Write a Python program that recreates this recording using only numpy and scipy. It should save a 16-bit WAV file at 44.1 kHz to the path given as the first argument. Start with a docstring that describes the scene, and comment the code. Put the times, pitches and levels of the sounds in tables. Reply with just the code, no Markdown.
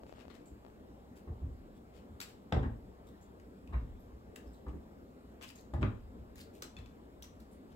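"""Paws of a cat chasing a feather wand land on a hardwood floor in a quiet dining room.
Each landing is a boom of decaying sines (boards and floor modes) under a filtered-noise slap and crack.
Claw taps, scuffs and feather wisps are short noise bursts with a ringing region; toy knocks ring a few modes.
Dry grip ticks sit close to the left microphone; contact sounds feed a diffuse room tail.
Below lie steady house noise, a hum, a faint high whine and a low rumble that swells after each landing."""
import sys
import numpy as np
from scipy import signal
from scipy.fft import rfft, irfft
from scipy.io import wavfile
from scipy.ndimage import uniform_filter1d

SR = 44100
rng = np.random.default_rng(int(sys.argv[2]) if len(sys.argv) > 2 else 0)


def unload_audio(sound):
    """Save the sound as a 16-bit wav file, at the path given as the first command line argument."""
    columns = np.transpose(np.atleast_2d(sound))
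    # keep every value between -1 and 1, then stretch to whole-number steps
    steps = np.round(np.clip(columns, -1, 1) * 32767)
    wavfile.write(sys.argv[1], SR, steps.astype(np.int16))


N = 341982  # length in samples

# steady noise of air and appliances, relative spectrum: f/Hz, density/dB
HOUSE_SPECTRUM = [(18, -35), (30, -18), (48, -9), (108, -12), (144, -18.5), (165, -13), (244, 0),
                  (278, -10.5), (401, -8.5), (1030, -20.5), (1140, -19.5), (2320, -31.5), (7160, -38.5),
                  (15700, -33.5)]
# likeness of left and right in the house noise: f/Hz, correlation/1
HOUSE_LIKENESS = [(60, 0.95), (130, 1), (290, 0.84), (640, 0.097), (1400, 0.91), (3100, 0.4), (7000, 0.55),
                  (15000, 0.055)]
# phase by which the left leads in the house noise: f/Hz, phase/rad
HOUSE_LEFT_LEAD = [(30, 0.5), (430, -0.25), (1210, -2.5), (2670, -1.5), (3700, -1.7), (7400, -5.5)]
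# balance of the house noise, left minus right: f/Hz, level/dB
HOUSE_BALANCE = [(60, 0.5), (180, -1), (550, 4), (1650, 1), (4970, 1.5), (15000, 5)]
# slow level curve of the high whine: t/s, level/dB
WHINE_LEVEL = [(0, -88), (1.3, -90), (2.5, -96), (3.8, -94), (4.1, -87), (5.2, -88), (5.6, -97),
               (7.75, -98)]
# decay of the room tail: f/Hz, t60/s
ROOM_DECAY = [(60, 0.48), (280, 0.39), (740, 0.36), (1900, 0.31), (4000, 0.33), (10400, 0.24)]
# likeness of left and right in the room tail: f/Hz, correlation/1
TAIL_LIKENESS = [(130, 1), (300, 0.65), (600, 0.067)]
# dry ticks, probably the grip shifting: t/s, level/dB
GRIP_TICKS = [(0.035, -39), (0.067, -44), (0.095, -40.5), (0.126, -36), (0.139, -43), (0.184, -41),
              (0.254, -41.5), (0.282, -38.5), (0.65, -40.5), (0.665, -41.5), (0.683, -48), (0.701, -48)]
# colour of the casing, relative: f/Hz, level/dB
CASING_COLOUR = [(200, -3), (600, 9), (1500, -11), (3000, -13.5), (6000, -20), (14000, -50)]
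# faint narrow wisps, probably the feather or its string whisking past: t/s, level/dB, ring f/Hz
WISP_EVENTS = [(0.455, -60.5, 7360), (1.7488, -67.5, 3500), (3.0682, -61, 3600), (3.21, -63, 7060),
               (3.9937, -66, 12000), (4.463, -67, 5190), (4.5244, -72, 7870), (4.5348, -64, 3960),
               (5.5536, -53.5, 6600), (7.511, -61, 9600)]
# scuffs of paws, feather and sleeve:
# t/s, level/dB, ring f/Hz, tilt/(dB per octave), fade length/s, left minus right/dB
SCUFF_EVENTS = [(0.056, -63, 2350, -3.5, 0.083, 4.5), (0.145, -62, 3440, -7, 0.039, 5.5),
                (0.1837, -59, 2580, -5.5, 0.038, 15.5), (0.294, -57, 3700, -7.5, 0.029, 13.5),
                (0.333, -61, 2220, -3.5, 0.037, 14.5), (1.154, -56.5, 2270, 1, 0.037, 4),
                (1.925, -63.5, 3120, -2, 0.065, 13), (2.2144, -40.5, 2780, 0.2, 0.021, 3.5),
                (2.261, -58, 2830, -1.5, 0.061, 1.5), (3.723, -64, 2140, -8, 0.03, 16),
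                (4.683, -65, 2730, -7, 0.022, 5.5), (5.4166, -44.5, 2800, -2, 0.025, 7),
                (5.424, -47, 2750, -4, 0.032, 4.5), (5.462, -51, 2780, -1, 0.042, 3),
                (5.4985, -49.5, 2400, -1, 0.014, 10), (5.564, -60.5, 4610, -0.5, 0.043, 6.5),
                (5.8086, -55, 2770, -5.5, 0.03, 9), (6.355, -50.5, 2290, -0.2, 0.061, 3),
                (6.4005, -46, 4440, .6, 0.023, 2.5), (6.528, -56.5, 2600, 2.5, 0.077, 5),
                (6.6236, -45.5, 3350, -0.5, 0.023, 2.5), (6.78, -53.5, 3460, -6, 0.019, 7),
                (7.234, -50.5, 5770, -2.5, 0.02, 2.5), (7.399, -62, 2600, 1, 0.028, 2.5),
                (7.701, -66, 3100, -3, 0.04, 4.5)]
# sharp taps of claw or toy on wood: t/s, level/dB, ring f/Hz, ring above the rest/dB, tilt/(dB per octave)
TAP_EVENTS = [(2.2013, -32, 3000, -4, -2.5), (2.2121, -33, 2500, 1.5, -2.5), (2.2924, -48, 2590, 0, 5),
              (2.5232, -30.5, 2830, 6.5, -12), (2.629, -50, 1910, 9, -9.5), (3.3977, -56.5, 1870, 8, -3),
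              (3.674, -55, 2600, 12, -2), (4.3582, -39, 1860, 12, -0.5), (4.681, -57.5, 1870, 6, -4),
              (5.4106, -48.5, 2730, -3, -10), (5.488, -44.5, 4770, 17, 3), (5.609, -51, 6650, 7, 5),
              (5.7377, -50.5, 2470, 7, -3), (5.8282, -32, 1870, -9.5, -20), (6.356, -46.5, 1820, 15, 2.5),
              (6.621, -32, 6070, 4, -2), (6.766, -52, 8500, 1, -5), (6.859, -54, 7000, 1, -6),
              (7.223, -36.5, 3370, 13.5, 4), (7.2293, -42, 5770, 32, -1), (7.4, -49.5, 3870, 11, 5.5)]
# the hard end of the toy knocks the floor: t/s, level/dB
TOY_HITS = [(6.767, -38), (6.859, -51)]
# modes of the toy, relative: f/Hz, level/dB, t60/s
TOY_MODES = [(2600, 0, .03), (3500, 0, .035), (4300, -7, .025), (5300, -11, .02)]
# resonant humps shared by all planks: f/Hz, width/Hz, level/dB
PLANK_HUMPS = [(1070, 140, 3), (1480, 200, 1), (1820, 190, 6), (2775, 95, 9), (3860, 350, 19)]
# modes of floor and room, relative to the local board pitch: f/Hz, level/dB, t60/s
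FLOOR_MODES = [(36.5, -21, 1), (56.2, -11, 0.28), (112.9, -13, 0.38), (152.4, 0.5, 0.12), (242, -8, 0.38),
               (288, -29, 0.32)]
# colour of the pad slap, relative: f/Hz, level/dB
SLAP_COLOUR = [(120, 0.5), (250, 6.5), (500, -4), (900, -35.5), (2000, -56)]
# colour of the claw and skin crack, relative: f/Hz, level/dB
CRACK_COLOUR = [(400, -3), (1000, 0.5), (2000, -7), (3500, -20), (6000, -63), (12000, -81)]
# paws landing: t/s, boom peak level/dB, board f/Hz, pad slap level/dB, claw and skin crack level/dB, plank f/Hz
PAW_LANDINGS = [(0.509, -50, 67.4, -62, -78, 900), (1.274, -38.5, 79.5, -52.5, -56.5, 835),
                (1.416, -33.5, 72.6, -57, -62, 743), (1.463, -41, 69.4, -58.5, -79, 724),
                (2.093, -49, 77, -65, -69, 834), (2.522, -29, 77.3, -35.5, -33.5, 850),
                (2.559, -30.5, 128.5, -40.5, -42, 700), (2.629, -35, 78, -43, -42.5, 1220),
                (3.687, -43.5, 76, -57.5, -61, 810), (3.724, -62, 113, -56.5, -48.5, 1100),
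                (3.736, -28.5, 61, -51.5, -45, 2000), (3.819, -33.5, 45, -60, -82, 729),
                (4.126, -47.5, 64, -73, -88, 851), (4.459, -48.5, 59, -59.5, -68, 851),
                (4.664, -38, 62, -51, -49.5, 1130), (4.73, -45, 70, -52, -62, 703),
                (5.735, -33, 72.5, -46, -42.5, 700), (5.779, -29.5, 128.4, -49, -62, 867),
                (5.819, -26, 99.7, -39.5, -42, 600), (5.827, -27, 53.7, -41, -38, 1600),
                (6.185, -46, 67, -58.5, -83, 710), (6.772, -47, 97, -67, -66, 770)]
# colour of the microphones: f/Hz, level/dB
MIC_COLOUR = [(25, -11), (45, -4.5), (60, 4.5), (5000, -4.5), (6200, -7.5), (7600, -2.5), (8600, -8.5),
              (10000, -12.5), (12800, -8.5), (15500, -12.5)]
# how much brighter the right microphone is than the left: f/Hz, level/dB
RIGHT_BRIGHTNESS = [(3000, 0), (9000, 3.5)]

LEAD_IN = 512  # samples of silence before a burst, room for its filter
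HOUSE_DB = -56.5
HUM_HZ, HUM_DB = 59.6, -68.5
WHINE_HZ = 13986
RUMBLE_DB = -63.5  # the steady part
SHUDDER_DB, SHUDDER_RISE_S, SHUDDER_T60_S = -15, 0.042, 0.92  # dB relative to the boom of each landing
WISP_RING_DB, WISP_TILT_DB_PER_OCT, WISP_S, WISP_PAN_DB = 13.5, 2.5, 0.04, 3.5
SCUFF_RING_DB = 5.5  # ring above the rest
TAP_S, TAP_PAN_DB = 0.0048, 4.5
RATTLE_PER_S, RATTLE_S = 150, 0.036  # density and fade of the chatter after a toy knock
BRIGHT_DB_PER_OCT, LANDING_PAN_DB = -2.5, 3
EDGE_HZ = 15850  # upper band limit


def gain_of(db):
    """Turns decibels into an amplitude factor."""
    return 10 ** (np.asarray(db) / 20)


def evened(x):
    """Scales to rms 1."""
    return x / np.sqrt(np.mean(x ** 2) + 1e-20)


def read(points, hz):
    """Reads a spectrum curve on a log-frequency axis."""
    f, value = np.transpose(points)
    return np.interp(np.log(hz + 1), np.log(f + 1), value)


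def add(mix, s, sound, pan_db, lag_per_db=3.0):
    """Places a stereo sound: positive pan is louder on the left and reaches the right some samples later."""
    left_start = round(s * SR)
    right_start = round(s * SR + lag_per_db * pan_db)
    for channel, side, start in ((0, 1, left_start), (1, -1, right_start)):
        part = mix[channel, max(start, 0):][:sound.shape[1]]
        part += gain_of(side * pan_db / 2) * sound[channel, :len(part)]


def coloured(x, shape_db):
    """Filters x by a dB function of frequency, keeping the overall level of each channel."""
    gain = gain_of(shape_db(np.fft.rfftfreq(x.shape[1], 1 / SR)))
    out = irfft(rfft(x) * gain, x.shape[1])
    return out * np.linalg.norm(x, axis=1, keepdims=True) / np.linalg.norm(out, axis=1, keepdims=True)


def burst(length, rise, lumps_db, same=0.75):
    """Grainy friction noise, partly alike at both microphones: a quick rise, then a rounded fade."""
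    t = (np.arange(round(4 * length * SR) + 2 * LEAD_IN) - LEAD_IN) / SR
    envelope = np.clip(t / rise, 0, 1) * np.exp(-(t / length) ** 2)
    grain, left, other = rng.standard_normal((3, len(t)))
    lumps = gain_of(lumps_db * evened(uniform_filter1d(grain, size=90)))
    right = same * left + np.sqrt(1 - same ** 2) * other
    out = envelope * lumps * np.array([left, right])
    return out * np.linalg.norm(envelope) / np.linalg.norm(out, axis=1, keepdims=True)


def contacts(table, rise_share, lumps_db, width_oct, bass_hz=1500):
    """Friction bursts with a tilted wide spectrum and one ringing region; small things radiate little bass."""
    out = np.zeros((2, N))
    for s, level_db, hz, ring_db, tilt_db, length, pan_db in table:
        def shape(f):
            octaves = np.log2(np.maximum(f, bass_hz) / hz)
            thin_db = -20 * np.log10(1 + (bass_hz / (f + 1)) ** 2)
            return thin_db + tilt_db * octaves + ring_db * np.exp(-(octaves / width_oct) ** 2)
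        length = np.clip(length, 0.001, 0.065)
        friction = burst(length, rise_share * length, lumps_db)
        add(out, s - LEAD_IN / SR, gain_of(level_db) * coloured(friction, shape), pan_db)
    return out


def stereo_noise(shape_db, patchy_db):
    """Random short-time spectra, patchy in time and pitch, as two microphones close together hear them."""
    frames, hz = N // 256 + 5, np.fft.rfftfreq(1024, 1 / SR)
    a, b, c, d, patches = rng.standard_normal((frames, 513, 5)).T
    patches = uniform_filter1d(patches, size=10, axis=0)  # across frequency
    patches = evened(uniform_filter1d(patches, size=12, axis=1))  # across time
    same = read(HOUSE_LIKENESS, hz)[:, None]
    left, other = a + 1j * b, c + 1j * d
    right = same * left + np.sqrt(1 - same ** 2) * other
    right = right * np.exp(-1j * read(HOUSE_LEFT_LEAD, hz))[:, None]
    half_balance = gain_of(read(HOUSE_BALANCE, hz) / 2)[:, None]
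    spectrum = np.array([left * half_balance, right / half_balance])
    spectrum = spectrum * gain_of(shape_db(hz)[:, None] + patchy_db * patches)
    return evened(signal.istft(spectrum, nperseg=1024, noverlap=768)[1][:, :N])


def rumble_level(t):
    """Gain of the steady rumble plus a shudder that swells and dies after each landing, summed as power."""
    power = gain_of(2 * RUMBLE_DB) * np.ones(len(t))
    for s, boom_db, *_ in PAW_LANDINGS:
        age = np.maximum(t - s, 0)
        shudder_db = boom_db + SHUDDER_DB - 60 * age / SHUDDER_T60_S
        power += gain_of(2 * shudder_db) * (1 - np.exp(-age / SHUDDER_RISE_S))
    return np.sqrt(power)


def house():
    """Air and appliance noise, a steady sine hum, low rumble noise shaken up by landings, a high sine whine."""
    t = np.arange(N) / SR
    air = gain_of(HOUSE_DB) * stereo_noise(lambda hz: read(HOUSE_SPECTRUM, hz), patchy_db=1.43)
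    rumble_shape = [(30, -15.5), (58, 0.5), (90, -23), (300, -80)]  # f/Hz, level/dB
    rumble = rumble_level(t) * stereo_noise(lambda hz: read(rumble_shape, hz), patchy_db=1.5)
    whine_gain = gain_of(np.interp(t, *np.transpose(WHINE_LEVEL)))
    whine = whine_gain * np.sin(2 * np.pi * WHINE_HZ * t)
    hum = gain_of(HUM_DB) * np.sin(2 * np.pi * HUM_HZ * t)
    return hum + air + rumble + whine


def room(x, first_s=0.0018):
    """Diffuse noise tail, each band dying at its own speed; three tails take turns so like hits differ."""
    out = np.zeros((2, N))
    turn = (np.arange(N) // (SR // 5)) % 3  # a new tail every 0.2 s
    for k in range(3):
        hz, t, z = signal.stft(rng.standard_normal((2, SR * 3 // 4)), SR, nperseg=512)
        same = read(TAIL_LIKENESS, hz)[:, None]
        z[1] = same * z[0] + np.sqrt(1 - same ** 2) * z[1]
        decay = gain_of(-60 * t / read(ROOM_DECAY, hz)[:, None])
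        tail = signal.istft(z * decay, SR, nperseg=512)[1]
        # silent up to first_s, full from twice that
        tail *= np.clip(np.arange(tail.shape[1]) / SR / first_s - 1, 0, 1)
        tail /= np.linalg.norm(tail, axis=1, keepdims=True)
        out += signal.fftconvolve(x * (turn == k), tail, axes=1)[:, :N]
    return out


def grip():
    """Single dry ticks without room, close to the left: one impulse each through the colour of the casing."""
    out, impulse = np.zeros((2, N)), np.zeros((2, 2 * LEAD_IN))
    impulse[:, LEAD_IN] = 1
    tick = coloured(impulse, lambda f: read(CASING_COLOUR, f))
    tick = tick / abs(tick).max()
    for s, level_db in GRIP_TICKS:
        add(out, s - LEAD_IN / SR, gain_of(level_db) * tick, pan_db=12.5, lag_per_db=2.5)
    return out


def wisps():
    """Light things whisking past: faint noise bursts with a narrow, prominent ring."""
    rows = [(*row, WISP_RING_DB, WISP_TILT_DB_PER_OCT, WISP_S, WISP_PAN_DB) for row in WISP_EVENTS]
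    return contacts(rows, rise_share=0.05, lumps_db=-4.5, width_oct=0.17)


def scuffs():
    """Rubbing paws, feather and sleeve: lumpy noise bursts with a mild ring."""
    rows = [(s, db, hz, SCUFF_RING_DB, *rest) for s, db, hz, *rest in SCUFF_EVENTS]
    return contacts(rows, rise_share=0.4, lumps_db=4.0, width_oct=0.3, bass_hz=1000)


def taps():
    """Claw or toy striking wood: very short noise bursts, each with its own ring and tilt."""
    rows = [(*row, TAP_S, TAP_PAN_DB) for row in TAP_EVENTS]
    return contacts(rows, rise_share=0.33, lumps_db=4.0, width_oct=0.29)


def toy():
    """Each knock and its random chatter of weaker ones excite the same few decaying modes of the toy."""
    out, t = np.zeros((2, N)), np.arange(SR // 5) / SR
    ring = sum(gain_of(db - 60 * t / t60) * np.sin(2 * np.pi * hz * t) for hz, db, t60 in TOY_MODES)
    ring = ring / abs(ring).max()
    for s, level_db in TOY_HITS:
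        chance, size = rng.random((2, len(t)))
        chatter = (chance < RATTLE_PER_S / SR) * (size - 0.5) * np.exp(-t / RATTLE_S)
        first_hit = t == 0
        knock = signal.oaconvolve(chatter + first_hit, ring)[:len(t)]
        add(out, s, gain_of(level_db) * np.array([knock, knock]), TAP_PAN_DB)
    return out


def wood(hz, plank_hz, plank_db=6.5, plank_oct=0.44):
    """Resonant humps shared by all planks, plus the broad one of the plank that is hit, in dB."""
    own = plank_db * np.exp(-(np.log2((hz + 1) / plank_hz) / plank_oct) ** 2)
    shared = sum(db / (1 + (2 * (hz - f) / width) ** 2) for f, width, db in PLANK_HUMPS)
    return own + shared


def boom(level_db, hz, t60=0.17, push_s=0.0097, swell_s=0.025):
    """A soft paw pushes the boards: local pitch plus floor and room modes, swelling as the weight follows."""
    t = np.arange(SR * 3 // 4) / SR
    modes = [(hz, 0, t60)] + list(FLOOR_MODES)
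    ring = sum(gain_of(db - 60 * t / decay_s) * np.sin(2 * np.pi * f * t) for f, db, decay_s in modes)
    swelling = ring * (1 - np.exp(-t / swell_s))
    push = np.hanning(max(round(push_s * SR), 3))  # the soft pad smooths the blow
    out = signal.oaconvolve(swelling, push)[:len(t)]
    return gain_of(level_db) * np.array([out, out]) / abs(out).max()


def slap():
    """Soft pad meeting the floor: a fast-rising, low-coloured noise burst nearly alike on both sides."""
    pad = burst(length=0.029, rise=0.00067, lumps_db=2.0, same=0.93)
    return coloured(pad, lambda f: read(SLAP_COLOUR, f))


def crack(plank_hz):
    """Claws and skin on wood: a short noise burst ringing through the planks."""
    def shape(f):
        tilt_db = BRIGHT_DB_PER_OCT * np.log2(np.clip(f, 500, 8000) / 1500)
        return read(CRACK_COLOUR, f) + wood(f, plank_hz) + tilt_db
    return coloured(burst(length=0.012, rise=0.002, lumps_db=4.0), shape)


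def landings():
    """Paws hitting the floor: returns the booms, and the slaps and cracks that go on to ring in the room."""
    low, high = np.zeros((2, 2, N))
    for s, boom_db, hz, slap_db, crack_db, plank_hz in PAW_LANDINGS:
        add(low, s, boom(boom_db, hz), 0)
        add(high, s - LEAD_IN / SR, gain_of(slap_db) * slap(), LANDING_PAN_DB * 0.07)
        add(high, s - LEAD_IN / SR, gain_of(crack_db) * crack(plank_hz), LANDING_PAN_DB)
    return low, high


def scene():
    """Sums everything that reaches the two microphones; booms, grip and house stay out of the room tail."""
    low, high = landings()
    hard = taps() + toy()
    soft = scuffs() + wisps()
    wet = room(gain_of(2.0) * high + gain_of(-3.0) * hard + gain_of(-4.5) * soft)
    return low + high + hard + soft + wet + grip() + house()


def record(dry):
    """The colour of the microphones, the right one brighter, then a steep low-pass as the band limit."""
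    hz = np.fft.rfftfreq(N, 1 / SR)
    colour_db = read(MIC_COLOUR, hz) + np.outer([-0.5, 0.5], read(RIGHT_BRIGHTNESS, hz))
    heard = irfft(rfft(dry) * gain_of(colour_db), N)
    low_pass = signal.firwin(511, EDGE_HZ, window=("kaiser", 9), fs=SR)
    return signal.oaconvolve(heard, low_pass[None], "same")


dry = scene()
out = record(dry)
unload_audio(out)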